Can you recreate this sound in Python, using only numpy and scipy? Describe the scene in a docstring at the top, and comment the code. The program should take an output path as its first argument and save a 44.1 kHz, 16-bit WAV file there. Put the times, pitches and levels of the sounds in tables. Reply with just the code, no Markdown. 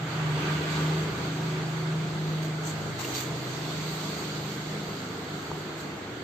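"""A heavy engine drones past outside a quiet workshop and slowly draws away: sines on multiples of one
cycle rate swell and fade over a throbbing roar and road rush made of shaped noise.
A lighter vehicle passes early on, as a few sinking orders and tyre noise; a broad noise hiss fills the room.
Close by something rustles briefly (swells of grainy noise) and a few small ticks sound (damped rings)."""
import sys
import numpy as np
from scipy import signal
from scipy.fft import rfft, irfft, next_fast_len
from scipy.io import wavfile
from scipy.ndimage import uniform_filter1d, map_coordinates

SR = 44100
rng = np.random.default_rng(int(sys.argv[2]) if len(sys.argv) > 2 else 0)


def int16_out(signal):
    """Quantize to a 16-bit WAV file."""
    q = np.round(np.clip(np.atleast_2d(signal).T, -1, 1) * 32767)
    wavfile.write(sys.argv[1], SR, q.astype(np.int16))


N = 274743  # samples
TIME_S = np.arange(N) / SR


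def amp(db):
    """Level to amplitude: 20 dB is a factor of ten."""
    return 10 ** (np.asarray(db) / 20)


def unit(x):
    """Normalisation to a root mean square of 1."""
    return x / np.sqrt(np.mean(x ** 2) + 1e-20)


def along(points, hz):
    """Interpolation of (f/Hz, value) points on a logarithmic frequency axis."""
    f, v = np.transpose(points)
    return np.interp(np.log(hz + 1), np.log(f + 1), v)


def curves(rows):
    """Linear interpolation in time: one value per sample for each column after t/s."""
    s, *columns = np.transpose(rows)
    return [np.interp(TIME_S, s, column) for column in columns]


def wobble(rate):
    """Band-limited random modulation: a smooth curve through `rate` random knots a second."""
    knots = rng.standard_normal(int(N * rate / SR) + 4)
    return map_coordinates(knots, [np.arange(N) * rate / SR])


def filtered(x, response):
    """Linear filtering: the spectrum of x times a response of frequency."""
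    m = next_fast_len(N + 8192)  # zero padding
    return irfft(rfft(x, m) * response(np.fft.rfftfreq(m, 1 / SR)), m)[..., :N]


# Interchannel coherence of every noise: (f/Hz, left-right likeness)
LIKENESS = [(60, 0.87), (180, 0.99), (550, 0.76), (1650, 0.035), (4970, 0.01), (15000, 0.11)]


def noise(spectrum, patchy_db):
    """Partly coherent stereo noise of rms 1: spectral shaping, with random gain over time and frequency."""
    z = signal.stft(rng.standard_normal((2, N)), nperseg=512)[2]
    field = uniform_filter1d(rng.standard_normal(z.shape[1:]), size=6, axis=0)
    field = uniform_filter1d(field, size=12, axis=1)
    pair = signal.istft(z * amp(patchy_db * unit(field)), nperseg=512)[1][:, :N]
    ends = [(10, -120)] + spectrum + [(20000, -120)]

    def mid_side(hz):
        turn = np.arccos(np.clip(along(LIKENESS, hz), -1, 1)) / 2
        return amp(along(ends, hz)) * [np.cos(turn), np.sin(turn)]

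    mid, side = filtered(pair, mid_side)
    return unit(np.array([mid + side, mid - side]))


def orders(rate_hz, multiples, levels_db):
    """Harmonic synthesis on one cycle rate; level and phase waver, the phase not quite alike left and right."""
    phase = 2 * np.pi * np.cumsum(rate_hz) / SR
    total = 0
    for k, db in zip(multiples, levels_db):
        drift = 0.17 * wobble(12) + 0.12 * np.outer([1, -1], wobble(2.93))  # radians
        drift = drift + rng.uniform(0, 2 * np.pi)
        total = total + np.sqrt(2) * amp(db + 0.61 * wobble(10)) * np.sin(k * phase + drift)
    return total


# Engine cycle rate: (t/s, f/Hz)
CYCLE_RATE = [(0, 26.23), (.2, 25.96), (.32, 25.24), (.6, 25.58), (.9, 26.03), (1.4, 26.35), (2.0, 26.28),
              (2.3, 25.94), (3.3, 25.99), (3.9, 25.94), (4.15, 25.53), (6.23, 25.4)]
# Order 5, which beats with order 6: (t/s, rms level/dB)
ORDER_5 = [(0.0, -39.5), (0.42, -41.5), (0.54, -56), (0.8, -44), (0.97, -54), (1.14, -40.5), (1.6, -40),
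           (2.08, -40.5), (2.26, -61), (2.33, -49), (3.5, -39), (4.11, -58), (4.39, -43), (5.74, -58),
           (6.23, -55)]
# Order 6, the firing tone: (t/s, rms level/dB)
ORDER_6 = [(0.0, -49), (0.03, -29.5), (0.1, -42), (0.17, -32), (0.26, -28.5), (0.36, -28.5), (0.42, -37),
           (0.52, -28), (0.63, -34.5), (0.72, -31.5), (0.87, -26.5), (1.0, -29), (1.1, -33), (1.15, -42),
           (1.22, -37), (1.28, -34.5), (1.5, -31), (1.65, -33.5), (1.97, -29), (2.12, -35), (2.29, -29.5),
           (2.91, -38.5), (3.14, -59), (3.31, -34), (3.43, -46), (3.66, -37), (3.72, -38), (3.79, -34.5),
           (4.0, -39), (4.1, -36), (4.2, -45.5), (4.3, -39), (4.44, -38.5), (4.56, -43), (4.7, -37.5),
           (4.95, -43), (5.08, -47), (5.24, -50), (5.34, -39), (5.46, -50), (5.55, -40), (5.68, -45),
           (5.8, -43.5), (5.97, -46.5), (6.02, -65), (6.23, -49)]
# Orders 7 and 8: (t/s, rms level of 7/dB, rms level of 8/dB)
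ORDERS_7_8 = [(0, -52, -61), (.25, -53, -49), (.45, -44, -53), (.8, -46, -48), (1, -44, -50),
              (1.2, -43.5, -52), (1.55, -45, -54), (1.8, -51, -63), (2.05, -42, -52), (2.2, -48, -47),
              (2.6, -49, -58), (2.85, -62, -48), (3.5, -63, -67), (3.8, -46, -52), (4, -46, -54),
              (4.1, -43, -44), (4.2, -44, -48), (4.32, -49, -39.5), (4.42, -50, -48), (4.52, -52, -40),
              (4.66, -53, -45), (4.88, -47, -45), (5.05, -45, -50), (5.3, -57, -67), (5.6, -52, -52),
              (6.23, -62, -55)]
# Weaker orders: (multiple, rms level at the start, before fading and swells/dB)
WEAK_ORDERS = [(3, -61.5), (4, -52), (9, -66), (10, -59.5), (11, -56.5), (12, -53), (13, -54), (16, -62),
               (18, -62)]
# A weak order stands out a while: (multiple, t/s, half width/s, gain/dB)
ORDER_SWELLS = [(4, 2.89, 0.16, 10), (10, 1.35, 0.21, 8), (10, 5.08, 0.17, 15), (11, 3.1, 0.17, 10.5),
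                (11, 3.55, .25, 10), (13, 3.3, .3, 8), (13, 5.76, 0.17, 12), (16, .95, .2, 17),
                (16, 3.92, 0.18, 15), (18, 4.35, 0.14, 9), (18, 5.1, 0.17, 18), (18, 7.1, 0.16, 14)]
AWAY_DB_PER_S = -0.58  # the weak orders sink as distance grows
FADING_DB, FLUTTER_DB = 0.7, 1.5  # depths of their slow and faster random fading


def engine():
    """Harmonic shaft orders with multipath fading: paths around buildings make each fade on its own."""
    weak_db = {}
    for k, db in WEAK_ORDERS:
        fading_db = FADING_DB * wobble(2.54) + FLUTTER_DB * wobble(7)
        weak_db[round(k)] = db + AWAY_DB_PER_S * TIME_S + fading_db
    for k, s, width, gain_db in ORDER_SWELLS:
        weak_db[round(k)] = weak_db[round(k)] + gain_db * np.exp(-((TIME_S - s) / width) ** 2)
    levels_db = curves(ORDER_5) + curves(ORDER_6) + curves(ORDERS_7_8) + list(weak_db.values())
    return orders(curves(CYCLE_RATE)[0], [5, 6, 7, 8, *weak_db], levels_db)


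# Multiples of the lighter vehicle's cycle rate that sound: (multiple)
MOTOR_ORDERS = [2, 7, 8, 9]
# Its motor: (t/s, then the rms level of each of those orders/dB)
MOTOR_LEVELS = [(0, -56, -59, -62, -51), (.2, -53, -62, -69, -55), (.4, -49, -47.5, -54, -44.5),
                (.6, -45, -46, -50, -42.5), (.82, -48, -40, -54, -42), (1, -54, -57, -49, -40.5),
                (1.2, -51, -41, -56, -51.5), (1.4, -57, -46, -52, -41.5), (1.6, -64, -54, -49, -42),
                (1.8, -64, -43.5, -54, -46), (2, -68, -65, -51, -52.5), (2.25, -80, -63, -49, -46.5),
                (2.55, -80, -70, -48, -58), (3, -92, -92, -68, -73)]
# Its tyre noise: (t/s, level/dB)
TYRE_LEVEL = [(0, -51), (.15, -40.5), (.4, -37), (.85, -38), (.95, -42.5), (1.2, -42.5), (1.8, -47.5),
              (2.6, -71)]
# Colour of the tyre noise: (f/Hz, relative density/dB per Hz)
TYRE_SPECTRUM = [(700, -32), (960, 2), (1060, -20), (1170, 4), (1290, -8), (1520, 0.5), (1780, -9.5),
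                 (1950, -4), (2050, -9.5), (2350, -4.5), (2800, -9.5), (3250, -9), (3600, -13), (5000, -27)]
PASS_S, PASS_HZ = 0.6, 41.9  # nearest moment, cycle rate then
SINK_HZ, SINK_S = 0.8, 0.396  # swing of the cycle rate either side, its time scale
NOTE_FADING_DB = 2.2


def passer():
    """Doppler shift: the lighter vehicle's motor orders sink in pitch as it goes by, over its tyre noise."""
    rate_hz = PASS_HZ - SINK_HZ * np.tanh((TIME_S - PASS_S) / SINK_S)
    levels_db = [db + NOTE_FADING_DB * wobble(7) for db in curves(MOTOR_LEVELS)]
    motor = orders(rate_hz, MOTOR_ORDERS, levels_db)
    tyre_db = curves(TYRE_LEVEL)[0] + 1.1 * wobble(14)
    return motor + amp(tyre_db) * noise(TYRE_SPECTRUM, patchy_db=1.4)


# Roar and road rush: (t/s, roar level/dB, rush level/dB)
ROAR_RUSH_LEVELS = [(0, -41.5, -38.5), (.45, -37.5, -36.5), (1, -37, -37), (1.4, -39, -39),
                    (2.5, -40.5, -40), (3.2, -39.5, -39), (5, -40, -40.5), (6.23, -40.5, -41)]
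# Hiss: (t/s, level/dB)
HISS_LEVEL = [(0, -46.5), (.5, -41.5), (.75, -40.5), (1.3, -43), (2, -46.5), (2.35, -46), (2.8, -46),
              (3.15, -41.5), (3.55, -41.5), (3.92, -40), (4.42, -42), (5.3, -46), (5.67, -46), (5.9, -49.5),
              (6.23, -49.5)]
# Colours of the exhaust roar, tyre rush, hiss and airy top, each: (f/Hz, relative density/dB per Hz)
ROAR_SPECTRUM = [(15, -35), (30, -26), (45, -26.5), (80, -11), (115, -9.5), (145, -10), (170, -9),
                 (205, -4), (225, -13), (250, -7.5), (300, -4.5), (450, -5), (550, -16), (800, -31)]
RUSH_SPECTRUM = [(300, -28), (520, -5.5), (650, -0.5), (1000, -3.5), (1350, -1.5), (1600, -3.5), (1800, -8),
                 (2100, -5.5), (2500, -12), (3500, -12.5)]
HISS_SPECTRUM = [(1500, -9), (2600, -5), (4650, 1.5), (4900, -6.5), (6000, -9.5), (6300, -3.5),
                 (7500, -6.5), (7800, -8.5), (8600, -10.5), (11000, -30.5)]
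AIR_SPECTRUM = [(9000, -32), (11500, -4), (13500, -5.5), (15500, -10)]
THROB_DB, WAVER_DB = 1.2, 0.8  # the roar throbs once an engine cycle and wavers at random
# The airy top: mean level at the start, swing relative to the hiss, steady gain
AIR_DB, AIR_GROWS, AIR_DB_PER_S = -60.5, 1.24, 0.32


def traffic():
    """Amplitude-modulated broadband noise: throbbing exhaust roar, tyre rush, far hiss and its airy top."""
    roar_db, rush_db = curves(ROAR_RUSH_LEVELS)
    hiss_db = curves(HISS_LEVEL)[0]
    air_db = AIR_DB + AIR_DB_PER_S * TIME_S + AIR_GROWS * (hiss_db - hiss_db.mean())
    flutter = wobble(8)  # shared by rush, hiss and air
    cycle_phase = 2 * np.pi * np.cumsum(curves(CYCLE_RATE)[0]) / SR
    throb_db = THROB_DB * np.sin(cycle_phase + 1.5 * wobble(3.03))
    throbbing = amp(throb_db + WAVER_DB * wobble(14)) * noise(ROAR_SPECTRUM, patchy_db=1.1)
    roar = unit(throbbing) * amp(roar_db)
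    rush = amp(rush_db + 0.15 * flutter) * noise(RUSH_SPECTRUM, patchy_db=1.08)
    hiss = amp(hiss_db + 0.79 * flutter) * noise(HISS_SPECTRUM, patchy_db=1.25)
    air = amp(air_db + 0.6 * flutter) * noise(AIR_SPECTRUM, patchy_db=2.5)
    return roar + rush + hiss + air


# Rustles: (t/s, rise/s, fall/s, level before the grain/dB, left minus right/dB, scrape over the rustle/dB)
RUSTLE_SWELLS = [(2.44, 0.017, 0.035, -48, -12, -12), (2.669, 0.029, 0.05, -42, 1.5, 0),
                 (3.0, 0.011, 0.026, -37, 5, -11), (3.044, .02, 0.02, -39, 3, -20),
                 (3.11, 0.049, 0.058, -39.5, 0, -8), (3.15, 0.0099, 0.0077, -40.5, 1, -8),
                 (3.172, 0.018, 0.046, -35, 1, -9), (3.225, 0.048, 0.059, -46, -7, -6),
                 (4.02, 0.041, 0.075, -51, -9, -12), (4.52, 0.058, 0.062, -47, -7, -9),
                 (5.57, 0.027, .05, -55, -8, -9), (5.8, 0.033, 0.052, -48.5, 0, -4)]
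# Colour of the rustle: (f/Hz, relative density/dB per Hz)
RUSTLE_SPECTRUM = [(800, -6), (1400, -6), (2200, -6.5), (3000, -6), (3600, -5.5), (4550, -2.5),
                   (5000, -11.5), (6500, -6), (8400, -10), (12000, -13), (15500, -15)]
# Colour of its thin part: (f/Hz, relative density/dB per Hz)
SCRAPE_SPECTRUM = [(5000, -30), (6200, -0.5), (7000, -1.5), (8000, -5), (9000, -25)]


def rustle():
    """Friction noise: short swells of grainy noise, each with a thinner scrape in it."""
    swell, thin = np.zeros((2, N)), np.zeros((2, N))
    for s, rise, fall, db, pan_db, scrape_db in RUSTLE_SWELLS:
        side_db = np.array([[pan_db], [-pan_db]]) / 2
        bump = np.exp(-((TIME_S - s) / np.where(TIME_S < s, rise, fall)) ** 2)
        shape = amp(db + side_db) * bump
        swell = swell + shape
        thin = thin + amp(scrape_db) * shape
    grain = amp(1.1 * wobble(150) + 1.8 * wobble(600))
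    body = swell * noise(RUSTLE_SPECTRUM, patchy_db=1.5)
    scrape = thin * noise(SCRAPE_SPECTRUM, patchy_db=1.5)
    return grain * (body + scrape)


# Ticks: (t/s, ring level before decay and onset/dB, f/Hz, 60 dB decay time/s, rise/s)
TICK_RINGS = [(3.0465, -14.5, 2785, 0.016, 0.004), (3.157, -28, 4650, .02, 0.0018),
              (3.165, -21, 4600, 0.025, 0.0027), (3.179, -29, 4700, .02, .002),
              (5.5158, -5.5, 930, 0.0045, 0.0011)]


def ticks():
    """Damped free vibration: each tiny contact is one decaying ring that starts with a pull."""
    out, t = np.zeros(N + SR), np.arange(SR // 10) / SR
    for s, db, hz, t60, rise in TICK_RINGS:
        decay = amp(db - 60 * t / t60)
        onset = 1 - np.exp(-t / rise)
        start = round(s * SR)
        out[start:start + len(t)] -= decay * np.sin(2 * np.pi * hz * t) * onset  # negative: a pull
    return out[:N]


def scene():
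    """Superposition: the pressures of all sources add."""
    return engine() + passer() + traffic() + rustle() + ticks()


# Colour difference of the two ports: (f/Hz, left minus right/dB)
PORT_TILT = [(60, 0.3), (110, -0.5), (200, 0), (380, 0), (700, 0.5), (1290, -0.5), (2380, -4.5), (4400, -5),
             (8120, 1), (15000, -2)]
# A nearly empty treble band: (f/Hz, gain/dB)
TREBLE_GAP = [(8500, 0), (8650, -14.5), (10200, -18), (11000, -44), (11560, -50), (11600, 0)]
TOP_HZ = 15500  # band limit


def record(dry):
    """Two ports of different colour and a band limit; besides, little sounds between 8.5 and 11.6 kHz."""
    def response(hz):
        ports_db = np.outer([0.5, -0.5], along(PORT_TILT, hz)) + along(TREBLE_GAP, hz)
        return amp(ports_db) * (hz < TOP_HZ)

    return filtered(dry, response)


dry = scene()
out = record(dry)
int16_out(out)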